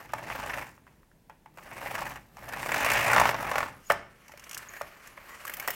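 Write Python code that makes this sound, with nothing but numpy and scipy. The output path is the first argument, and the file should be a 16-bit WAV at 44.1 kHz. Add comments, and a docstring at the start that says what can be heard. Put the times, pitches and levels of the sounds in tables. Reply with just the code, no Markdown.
"""A knitting machine carriage, close by in a small room: seated on its needle bed, nudged twice, pushed along, slid back.
Needle butts snap through the cams and ring the plastic shell: short bursts of impacts through resonances.
The runners rasp on the rail and shake the table: dense random impacts, pulsing once per needle.
The carriage knocks against its stops with hollow rings, small steel latches tick, and runners sing in narrow bands.
Behind it lie quiet room noise and a short diffuse tail."""
import sys
import numpy as np
from scipy import signal
from scipy.fft import rfft, irfft, next_fast_len
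from scipy.io import wavfile
from scipy.ndimage import uniform_filter1d

SR = 44100
rng = np.random.default_rng(int(sys.argv[2]) if len(sys.argv) > 2 else 0)


def dump(signal):
    """Clip the signal to [-1, 1] and save it as 16-bit WAV at the path in sys.argv[1]."""
    limited = np.clip(np.atleast_2d(signal).T, -1, 1)
    pcm = np.round(limited * 32767).astype(np.int16)
    wavfile.write(sys.argv[1], SR, pcm)


N = 253556
T = np.arange(N) / SR
HIT_T = T[:3072]  # time axis of one contact, s
LEAD = 176  # samples of scrape before each blow


def undb(db):
    """Decibels to gain."""
    return 10 ** (np.asarray(db) / 20)


def unit(x):
    """Scale to rms 1."""
    return x / np.sqrt(np.mean(x ** 2))


def crest(x):
    """Scale so that the loudest 3 ms have rms 1."""
    return x / np.sqrt(uniform_filter1d(x ** 2, size=132).max())


def through(x, response):
    """Pass a sound through an impulse response."""
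    return signal.fftconvolve(x, response)[:len(x)]


def on_log(hz, points):
    """Read (f/Hz, value) points on a log-frequency axis."""
    f, value = np.transpose(points)
    return np.interp(np.log(np.maximum(hz, 1)), np.log(f), value)


def colour(points, size=4096):
    """Causal minimum-phase impulse response with the given spectrum, built from its folded cepstrum."""
    hz = np.arange(size // 2 + 1) * SR / size
    cepstrum = irfft(np.log(undb(on_log(hz, points))))
    cepstrum[1:size // 2] *= 2
    cepstrum[size // 2 + 1:] = 0
    return irfft(np.exp(rfft(cepstrum)))


def band(x, hz, width_hz):
    """One resonance, gain 1 at its centre."""
    b, a = signal.iirpeak(min(hz, SR / 2 - 1000), hz / width_hz, fs=SR)
    return signal.lfilter(b, a, x)


def fade(t, t60):
    """Exponential decay, 60 dB down at t60."""
    return np.exp(-np.log(1000) * t / t60)


def walk(rate):
    """Random drift of rms 1, taking a new value `rate` times a second."""
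    hold = max(int(SR / rate), 2)
    steps = np.repeat(rng.standard_normal(N // hold + 1), hold)
    return unit(uniform_filter1d(steps, hold)[:N])


def read(curve):
    """A two-column curve over t/s at every sample, its end values held."""
    return np.interp(T, *np.transpose(curve))


def along(curve):
    """A (t/s, level/dB) curve at every sample, practically silent outside its span."""
    return np.interp(T, *np.transpose(curve), left=-200, right=-200)


def gains(curve):
    """The dB columns of a curve as gains, silent outside its span."""
    s, *columns = np.transpose(curve)
    inside = (T >= s[0]) * (T <= s[-1])
    return [undb(np.interp(T, s, column)) * inside for column in columns]


def add(out, s, sound):
    """Mix a sound in at time s."""
    i = max(int(s * SR), 0)
    out[i:i + len(sound)] += sound[:len(out[i:])]


def split(x, centres):
    """Overlapping bands that add up to x again."""
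    size = next_fast_len(len(x), True)
    spectrum, hz = rfft(x, size), np.arange(size // 2 + 1) * SR / size
    shares = np.eye(len(centres))
    return [irfft(spectrum * on_log(hz, np.c_[centres, share]), size)[:len(x)] for share in shares]


def waver(x, lo_hz, hi_hz, depth_db, rate):
    """As the contact spot moves, each band of the response swells and thins on its own; rms 1."""
    parts = split(x, np.geomspace(lo_hz, hi_hz, num=7))
    return unit(sum(part * undb(depth_db * walk(rate)) for part in parts))


def grains(rate, spread_db, size):
    """Tiny impacts at random moments, a few much larger than the rest; rms 1."""
    hit = rng.random(size) < rate / SR
    sign = rng.choice([-1, 1], size)
    strength = undb(spread_db * np.minimum(rng.exponential(size=size), 3))
    return unit(hit * sign * strength + 1e-9)


def contact(length_s, rattle, rate, rise_s):
    """A short scrape leads up to one blow, then a rattle of smaller impacts dies away."""
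    t = HIT_T - LEAD / SR
    rise = np.minimum(t, 0) / rise_s
    decay = (np.maximum(t, 0) / max(length_s, 1e-3)) ** 1.16
    force = grains(rate, 1.1, size=len(HIT_T)) * np.exp(rise - decay)
    force *= rattle / np.sqrt(np.sum(force ** 2))  # rattle: root energy beside a blow of 1
    force[LEAD] += 1
    return force


# room noise around the microphone: f/Hz, level/dB
AIR_COLOUR = [(12, -26), (20, -3.5), (60, -2), (86, -8), (150, -4.5), (172, -4.5), (222, -9), (1030, -21.5),
              (1220, -30), (1610, -25.5), (4300, -34), (13900, -34.5), (16000, -36)]
AIR_DB = -61.5


def air(trim_db=-0.5):
    """Quiet steady room noise: white noise through one colour."""
    return undb(AIR_DB + trim_db) * unit(through(rng.standard_normal(N), colour(AIR_COLOUR)))


# decay of the small room: f/Hz, t60/s
ROOM_DECAY = [(150, 0.83), (600, 0.32), (2000, 0.37), (6000, 0.38), (14000, 0.15)]


def room(x, wet_db, gap_s=0.0047):
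    """The sound plus the diffuse tail of a small room, decaying at its own pace in each band."""
    t = T[:SR // 2]
    centres, t60s = np.transpose(ROOM_DECAY)
    parts = split(rng.standard_normal(len(t)), centres)
    tail = sum(part * fade(t, t60) for part, t60 in zip(parts, t60s))
    tail *= np.clip(t / gap_s - 1, 0, 1)  # silent for one gap, risen after two
    return x + undb(wet_db) * through(x, tail / np.sqrt(np.sum(tail ** 2)))


# runners singing on the rail: t/s, length/s, f/Hz, level/dB
RUNNER_SQUEAKS = [(3.855, .031, 6800, -55), (4.651, 0.21, 1830, -53.5), (4.685, 0.0093, 6650, -42),
                  (4.689, 0.17, 6720, -65), (5.254, 0.12, 1110, -54), (5.27, 0.1, 1910, -51.5),
                  (5.273, 0.09, 7040, -68), (5.559, 0.13, 760, -53)]


def squeaks(width_hz=260):
    """A runner sings briefly: noise through a narrow band, filtered twice."""
    out = np.zeros(N)
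    for s, length_s, hz, db in RUNNER_SQUEAKS:
        swell = signal.windows.tukey(int(length_s * SR))
        tone = band(band(rng.standard_normal(len(swell)), hz, width_hz), hz, width_hz)
        add(out, s, undb(db) * swell * unit(tone))
    return out


# modes of the plastic shell and needle bed: f/Hz, t60/s, level over the broad response/dB
SHELL_MODES = [(585.5, 0.069, -0.5), (683, 0.077, -9.5), (795, 0.12, -5.5), (864.6, 0.045, -3),
               (980, 0.078, -8), (1093, 0.042, -7.5), (1220, 0.089, -10), (1500, 0.061, -35),
               (1600, 0.068, -19), (1768, 0.082, -5), (1900, 0.13, -6.5), (2190, 0.086, -9),
               (2670, 0.21, -14), (3550, 0.29, 4), (3610, 0.46, -9), (5350, .04, -22)]


def shell(points):
    """Response of the carriage: a broad colour with its modes ringing on top."""
    broad = colour(points)
    width_per_t60 = np.log(1000) / np.pi  # a mode's bandwidth is this over its t60
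    return broad + sum(undb(db) * band(broad, hz, width_per_t60 / t60) for hz, t60, db in SHELL_MODES)


# shell colour under latches and light gliding: f/Hz, level/dB
LIGHT_SHELL_COLOUR = [(150, -32), (300, -9.5), (560, -5.5), (850, -8), (1100, -2), (1500, -1.5), (1900, -2),
                      (2350, -2.5), (3000, -10.5), (3600, -19.5), (4500, -15), (10000, -86)]
# bright steel colour of latches and gliding runners: f/Hz, level/dB
BRIGHT_STEEL_COLOUR = [(1500, -45), (2800, 9), (3800, -4), (5500, 3.5), (8000, 1), (10500, 0.5), (13000, 3),
                       (16000, -5.5)]
# latches flicking: t/s, level before trims/dB, shell relative level before trim/dB, steel ring f/Hz, shell ring f/Hz
LATCH_FLICKS = [(2.4895, -42.5, 0, 6100, 1640), (4.2817, -51.5, 0, 5870, 2230),
                (4.3193, -52.5, 6, 5970, 2300), (4.3747, -50, 4, 5090, 2260), (4.396, -47, -4, 6240, 2830),
                (4.44, -47.5, -2, 5910, 2350), (4.494, -41.5, -11, 6550, 2210),
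                (4.512, -39, -4, 6480, 2900), (4.5307, -41.5, -5, 6180, 2890),
                (4.5458, -34.5, -10, 6140, 2800), (4.5762, -35, -11, 8040, 2820),
                (4.736, -49.5, 11, 6240, 1840), (4.7669, -52, 14.5, 6230, 1640),
                (5.073, -46.5, 0, 6740, 1860), (5.452, -41.5, 8.5, 7950, 1190),
                (5.469, -43, -3, 12350, 1790), (5.478, -39, 6, 12700, 1640),
                (5.497, -39.5, 6.5, 12020, 1680), (5.538, -36, -1.5, 15100, 2250),
                (5.569, -42, -3, 13540, 1790), (5.5982, -35.5, 2.5, 12300, 2300),
                (5.625, -48, 11.5, 7280, 1590), (5.705, -32.5, 1, 14100, 1900)]
LATCH_RATTLE_S = 0.0056


def latches(tick_db=0, body_db=-1, ring_db=2, ring_width_hz=1200):
    """A latch scrapes open in a few milliseconds: a bright zip with some of the shell under it."""
    out, body, steel = np.zeros(N), shell(LIGHT_SHELL_COLOUR), colour(BRIGHT_STEEL_COLOUR)
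    for s, db, shell_db, steel_hz, shell_hz in LATCH_FLICKS:
        tick = through(contact(LATCH_RATTLE_S, 7.2, 7000, 0.00033), steel)
        tick = tick + undb(ring_db) * band(tick, steel_hz, ring_width_hz)
        clack = through(contact(LATCH_RATTLE_S, 3.4, 3000, 0.0016), body)
        clack = clack + 3.3 * band(clack, shell_hz, 290)
        flick = undb(tick_db) * crest(tick) + undb(body_db + shell_db) * crest(clack)
        add(out, s - LEAD / SR, undb(db) * flick)
    return out


# carriage gliding lightly into its stop, then back again, one list each:
# t/s, rasp level before trim/dB, hiss level/dB
GLIDE_STROKES = [
    [(3.79, -61.5, -67), (3.9, -58, -54.5)],
    [(4.1, -65, -71.5), (4.458, -54.5, -62.5), (4.678, -48.5, -57), (4.9, -54.5, -60), (5.15, -53, -60),
     (5.536, -47.5, -56), (5.656, -47, -58), (5.75, -48, -46.5)],
]


def glide(rasp_db=-.5, hiss_db=0.0, catch_db=2.0, hum_db=-17):
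    """Clear of the needles the runners rub finely, their colour shifting along the rail."""
    rasp, hiss = np.sum([gains(stroke) for stroke in GLIDE_STROKES], axis=0)
    catch = undb(catch_db * walk(90))
    rub = through(catch * grains(3000, 1.8, size=N), shell(LIGHT_SHELL_COLOUR))
    scrape = waver(rub, 770, 3700, 0.69, 13)
    steel_rub = through(catch * grains(14000, 2.0, size=N), colour(BRIGHT_STEEL_COLOUR))
    sizzle = waver(steel_rub, 3600, 18400, 2.2, 12)
    table = unit(band(band(rng.standard_normal(N), 113, 210), 140, 330))
    return rasp * (undb(rasp_db) * scrape + undb(hum_db) * table) + undb(hiss_db) * hiss * sizzle


# shell colour under a knock: f/Hz, level/dB
KNOCK_SHELL_COLOUR = [(88, -52), (170, -18), (340, -19), (450, -5.5), (600, -2.5), (800, -8), (1250, -5),
                      (1850, -3.5), (2300, -7), (2800, -11.5), (3300, -17), (4500, -36), (6000, -61),
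                      (10000, -80)]
# steel edge and needle ticks: f/Hz, level/dB
STEEL_TICK_COLOUR = [(2000, -35), (4000, -2), (5300, -1), (7200, -1.5), (8500, -1.5), (10300, -3.5),
                     (13000, -1), (16000, -5)]
# carriage knocking on the bed: t/s, level before trims/dB, low ring f/Hz, high ring f/Hz,
# high ring relative level/dB, steel tick relative level before trim/dB, rattle length/s (shorter for the tick)
BED_KNOCKS = [(.1353, -22, 850, 1190, -6, -17.5, 0.0037), (0.1385, -29.5, 820, 1200, 11, -7, .0028),
              (0.778, -51.5, 860, 1110, 11, -18, 0.0069), (0.868, -49.5, 980, 1450, 3, -16, 0.0089),
              (0.877, -51, 990, 1930, 5, -24, .006), (1.031, -58, 1040, 1300, 6, -22, .004),
              (1.115, -56.5, 970, 1540, 9, -14, .005), (1.2975, -41.5, 850, 1770, -17, -15, 0.0073),
              (1.3034, -48, 940, 1550, -17, -30, 0.016), (1.46, -43, 850, 1180, -16, -18, 0.0072),
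              (3.9018, -12, 635, 1315, 5, -15.5, 0.0092), (3.911, -18.5, 684, 1870, -2, -15, 0.0046),
              (3.92, -22, 865, 1280, -6, -5.5, 0.0074), (4.2952, -45, 850, 1730, -16, -13, .0055),
              (4.3376, -43.5, 604, 2200, -6, -13.5, .006), (4.569, -34.5, 660, 1490, 23, -22, .004),
              (4.8119, -26.5, 584, 1270, 2.5, -21, 0.0068), (4.8172, -34, 810, 1930, 7, -3, .0034),
              (5.1768, -37.5, 1050, 2170, 2, -26, .009), (5.677, -24.5, 686, 1190, 9, -3, 0.018),
              (5.6831, -24.5, 750, 1890, 6, -14, .008)]


def knocks(body_db=-1.0, tick_db=-4.0, broad_db=-7, low_width_hz=190, high_width_hz=340, rattle=10.0,
           edge_hz=5400, edge_db=2):
    """The whole carriage hits the bed: two hollow rings over the clack of the shell, and a metal edge."""
    out, body, steel = np.zeros(N), shell(KNOCK_SHELL_COLOUR), colour(STEEL_TICK_COLOUR)
    blow = np.pad(body, (LEAD, 0))[:len(HIT_T)]
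    for s, db, low_hz, high_hz, high_db, bright_db, length_s in BED_KNOCKS:
        low = band(band(blow, low_hz, low_width_hz), low_hz, 3 * low_width_hz)
        high = band(band(blow, high_hz, high_width_hz), high_hz, 3 * high_width_hz)
        rings = crest(low) - undb(high_db) * crest(high)
        rattling = through(contact(length_s, rattle, 3000, 0.0015), body)
        clack = crest(rings) + undb(broad_db) * crest(rattling)
        tick = through(contact(0.63 * length_s, 1.2, 7000, 0.0011), steel)
        tick = tick + undb(edge_db) * band(tick, edge_hz, 250)
        knock = undb(body_db) * crest(clack) + undb(tick_db + bright_db) * crest(tick)
        add(out, s - LEAD / SR, undb(db) * knock)
    return out


def knock_tail(t60_s=0.53):
    """Each knock leaves a dying tail: the room's echo in the shell range, table shake in the lows; powers add."""
    tails = [undb(db) * (T > s) * fade(np.abs(T - s), t60_s) for s, db, *_ in BED_KNOCKS]
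    return np.sqrt(sum(tail ** 2 for tail in tails))


# brightness of the shell as the carriage moves past the microphone: t/s, level of its upper range/dB
SHELL_BRIGHTNESS = [(0, -2.5), (.6, 1.5), (1.7, 0.5), (2.1, -0.5), (2.55, -1), (3.0, 5), (3.22, -3.5),
                    (3.38, -2), (3.7, -2.5)]
HISS_PER_BRIGHTNESS = 0.87  # dB of hiss or steel tick per dB of brightness


def brightness(x, hz=2500, width_hz=1300):
    """The upper range of the shell brightens and dulls as the carriage moves past the microphone."""
    return x + (undb(read(SHELL_BRIGHTNESS)) - 1) * band(x, hz, width_hz)


def sheen(x, start_s=5.4, hz=14800, width_hz=3000, db=3.5):
    """The very top turns glassier over 0.14 s, near the end, and stays so."""
    return x + undb(db) * np.clip((T - start_s) / 0.14, 0, 1) * band(x, hz, width_hz)


# carriage travel, one list for each of three strokes: t/s, needles passed
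NEEDLE_TRAVEL = [
    [(.003, 0), (.183, 4), (.273, 6), (.429, 10), (.497, 12), (.613, 15), (.668, 16)],
    [(1.574, 0), (1.66, 2), (1.769, 4), (1.861, 6), (1.9435, 8), (2.055, 11), (2.16, 13)],
    [(2.37, 0), (2.482, 2), (2.563, 4), (2.719, 9), (2.847, 15), (3.098, 29), (3.214, 36), (3.402, 46),
     (3.557, 53), (3.68, 58)],
]


def needle_phase():
    """Needles passed so far, stroke after stroke; it stands still between strokes."""
    return sum(read(travel) for travel in NEEDLE_TRAVEL)


# effort of the hand, one list per stroke, as the rasp before trim: t/s, level/dB
HAND_EFFORT = [
    [(0, -48), (.07, -54.5), (.21, -47), (.33, -40), (.55, -39), (.62, -43), (.73, -59.5), (.82, -77),
     (.9, -68), (1.05, -80)],
    [(1.54, -66), (1.59, -60), (1.68, -49.5), (1.77, -44), (2.01, -35.5), (2.16, -46.5), (2.22, -58),
     (2.31, -67)],
    [(2.31, -67), (2.39, -50), (2.49, -46), (2.55, -39.5), (2.66, -35), (2.82, -29), (3.06, -28.5),
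     (3.17, -21.5), (3.28, -26.5), (3.35, -37), (3.45, -34), (3.61, -33.5), (3.7, -44), (3.82, -62)],
]
# shell colour under the needles and the push: f/Hz, level/dB
SHELL_BROAD_COLOUR = [(100, -28), (200, -22), (360, -15), (460, -5), (600, -2.5), (820, 0), (1300, -2.5),
                      (1850, -1.5), (2300, -3.5), (2700, -5.5), (3200, -14), (4200, -22.5), (6000, -21.5),
                      (10000, -72)]
# table top under the bed: f/Hz, nominal width/Hz (widened in use), level/dB
TABLE_MODES = [(38.6, 7.3, -10), (58, 6.2, 3), (88, 27, -4), (120.4, 25.3, -2), (158.5, 62, -3),
               (253, 78, -7.5)]
# effort of a firm push, and the hiss and table rumble at that effort (dB)
FIRM_DB, HISS_DB, RUMBLE_DB = -29.5, -43.5, -43.5
HISS_PER_EFFORT, RUMBLE_PER_EFFORT = 0.8, .62  # dB per dB of effort
ECHO_DB, TABLE_TAIL_DB = -25, -33  # knock tail in shell range (before rasp trim) and lows, relative to the blow
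RASP_DB = -2  # trim of everything in the shell range
PULSE_DB, PULSE_SHARE = 1.5, 0.24  # once-per-needle swing, and its peak as a share of the spacing
JUDDER_DB = -28.5  # needle rate and its double, each relative to the random shake


def push(catch_db=0.64):
    """Runners and needles catch and slip: dense impacts ring the shell, sizzle on steel, shake the table."""
    effort_db = np.max([along(stroke) for stroke in HAND_EFFORT], axis=0)
    over_firm_db = effort_db - FIRM_DB
    tail = knock_tail()
    phase = needle_phase()
    moving = np.gradient(phase) > 0
    pulse = undb(PULSE_DB * moving * np.cos(2 * np.pi * (phase - PULSE_SHARE)))

    rasp = pulse * undb(effort_db) + undb(ECHO_DB) * tail
    hiss_db = HISS_DB + HISS_PER_EFFORT * over_firm_db + HISS_PER_BRIGHTNESS * read(SHELL_BRIGHTNESS)
    hiss = pulse * undb(hiss_db)
    rumble = undb(RUMBLE_DB + RUMBLE_PER_EFFORT * over_firm_db) + undb(TABLE_TAIL_DB) * tail

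    catch = undb(catch_db * walk(170))
    slips = through(catch * grains(1800, 2.1, size=N), shell(SHELL_BROAD_COLOUR))
    scrape = waver(slips, 550, 3000, 2, 20)
    flicker = undb(3.5 * walk(300))
    steel_slips = through(catch * flicker * grains(9000, 3.2, size=N), colour(STEEL_TICK_COLOUR))
    sizzle = waver(steel_slips, 3700, 16600, 2.0, 18)
    judder = np.sin(2 * np.pi * phase) + np.sin(4 * np.pi * phase)
    shake = grains(900, 2.4, size=N) + undb(JUDDER_DB) * judder
    modes = [undb(db) * band(band(shake, hz, 1.9 * width), hz, 4 * width) for hz, width, db in TABLE_MODES]
    table = unit(sum(modes))
    return undb(RASP_DB) * rasp * scrape + hiss * sizzle + rumble * table


# an ordinary needle: its snap and its drop over the effort, and the drop's delay as a share of the spacing
SNAP_DB, DROP_DB, DROP_SHARE, SNAP_SCATTER_DB = 5.5, 5, .24, 0.9
BLUR_DB_PER_OCTAVE, SLOW_NEEDLES_PER_S = 4, 20.1  # the faster the carriage, the less the snaps stand out
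SNAP_RING_HZ, DROP_RING_HZ, RING_SCATTER_OCTAVES = 810, 1460, 0.31  # centres of the scatter
TICK_DB, TICK_SCATTER_DB = -18, 3  # steel tick relative to the snap, before brightness


def passing():
    """Each needle snaps at the cam, then drops off: rows of t/s, level/dB, tick relative level/dB, ring f/Hz."""
    rows = []
    for travel, effort in zip(NEEDLE_TRAVEL, HAND_EFFORT):
        times, passed = np.transpose(travel)
        needle = np.arange(round(passed[-1]) + 1)
        snap_s = np.interp(needle, passed, times)
        spacing_s = np.maximum(np.gradient(snap_s), 1e-3)
        drop_s = snap_s + DROP_SHARE * spacing_s
        blur_db = BLUR_DB_PER_OCTAVE * np.log2(spacing_s * SLOW_NEEDLES_PER_S)
        for s, db, hz in ((snap_s, SNAP_DB, SNAP_RING_HZ), (drop_s, DROP_DB, DROP_RING_HZ)):
            strength, edge, spot = rng.standard_normal((len(s), 3)).T
            level = np.interp(s, *np.transpose(effort)) + db + blur_db + SNAP_SCATTER_DB * strength
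            brightness_db = np.interp(s, *np.transpose(SHELL_BRIGHTNESS))
            tick_db = TICK_DB + HISS_PER_BRIGHTNESS * brightness_db + TICK_SCATTER_DB * edge
            rows += zip(s, level, tick_db, hz * 2 ** (RING_SCATTER_OCTAVES * spot))
    return rows


# needle butts that jam and snap hard: t/s, level before trims/dB, steel tick relative level/dB, favoured ring f/Hz
JAMMED_SNAPS = [(.183, -36, -17, 2060), (0.3013, -29, -33, 1790), (.4967, -31, -28, 1830),
                (0.5349, -31, -22, 1870), (.5414, -33.5, -12, 1200), (.5837, -32, -16, 1180),
                (1.5737, -43, -12, 724), (1.585, -42, -15, 1150), (1.8607, -32, -21, 700),
                (1.9102, -32.5, -18, 740), (1.953, -27, -12.5, 1700), (2.0188, -29, -21, 850),
                (2.159, -37.5, -21, 1700), (2.3697, -41, -12, 950), (2.5245, -33.5, -14, 1770),
                (2.5348, -30.5, -15, 1771), (2.6304, -29.5, -18, 1700), (2.6611, -28, -16, 830),
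                (2.6915, -25, -24, 1590), (2.719, -23.5, -12, 1810), (2.7435, -22, -12, 1590),
                (2.8468, -22.5, -9.5, 1030), (2.902, -23.5, -6, 2520), (2.9173, -24, -5, 2290),
                (3.133, -16, -13, 1560), (3.163, -14.5, -20, 869), (3.1807, -13.5, -29, 1820),
                (3.199, -14, -13, 1150), (3.215, -13.5, -27, 969.6), (3.2555, -15.5, -29, 1130),
                (3.2918, -17.5, -16.5, 1330), (3.3446, -24.5, -26, 705), (3.5152, -22, -17, 780),
                (3.557, -20.5, -20, 1155), (3.582, -20, -14, 1220), (3.6053, -22.5, -20, 1240),
                (3.6295, -23.5, -30, 1230)]
JAM_S = .008  # a hard snap takes the place of the ordinary ones this close to it
SNAP_RATTLE_S = 0.0071


def needles(body_db=-0.25, tick_db=0, rattle=2.32, spot_db=1, spot_width_hz=450):
    """Each butt rides up the cam and snaps over; the spot it strikes favours one pitch of the shell."""
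    out, body, steel = np.zeros(N), shell(SHELL_BROAD_COLOUR), colour(STEEL_TICK_COLOUR)
    ordinary = [row for row in passing() if all(abs(row[0] - hard[0]) > JAM_S for hard in JAMMED_SNAPS)]
    for s, db, bright_db, hz in JAMMED_SNAPS + ordinary:
        clack = through(contact(SNAP_RATTLE_S, rattle, 3000, 0.00092), body)
        clack = clack + undb(spot_db) * band(clack, hz, spot_width_hz)
        tick = through(contact(SNAP_RATTLE_S, 1.6, 7000, 0.00073), steel)
        tick = tick + 1.2 * band(tick, rng.uniform(6700, 7300), 1300)
        snap = undb(body_db) * crest(clack) + undb(tick_db + bright_db) * crest(tick)
        add(out, s - LEAD / SR, undb(db) * snap)
    return out


def scene():
    """All parts of the machine in the room, the knocks with a little more tail, over the room noise."""
    carriage = brightness(needles() + push())
    sliding = room(carriage + glide() + latches() + squeaks(), wet_db=-15.0)
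    knocking = room(knocks(), wet_db=-13.0)
    return (sheen(sliding + knocking) + air())[None]


def record(dry):
    """The recorder cuts the top steeply above 16 kHz."""
    return signal.sosfilt(signal.ellip(12, .2, 70, 16000, fs=SR, output="sos"), dry)


dry = scene()
out = record(dry)
dump(out)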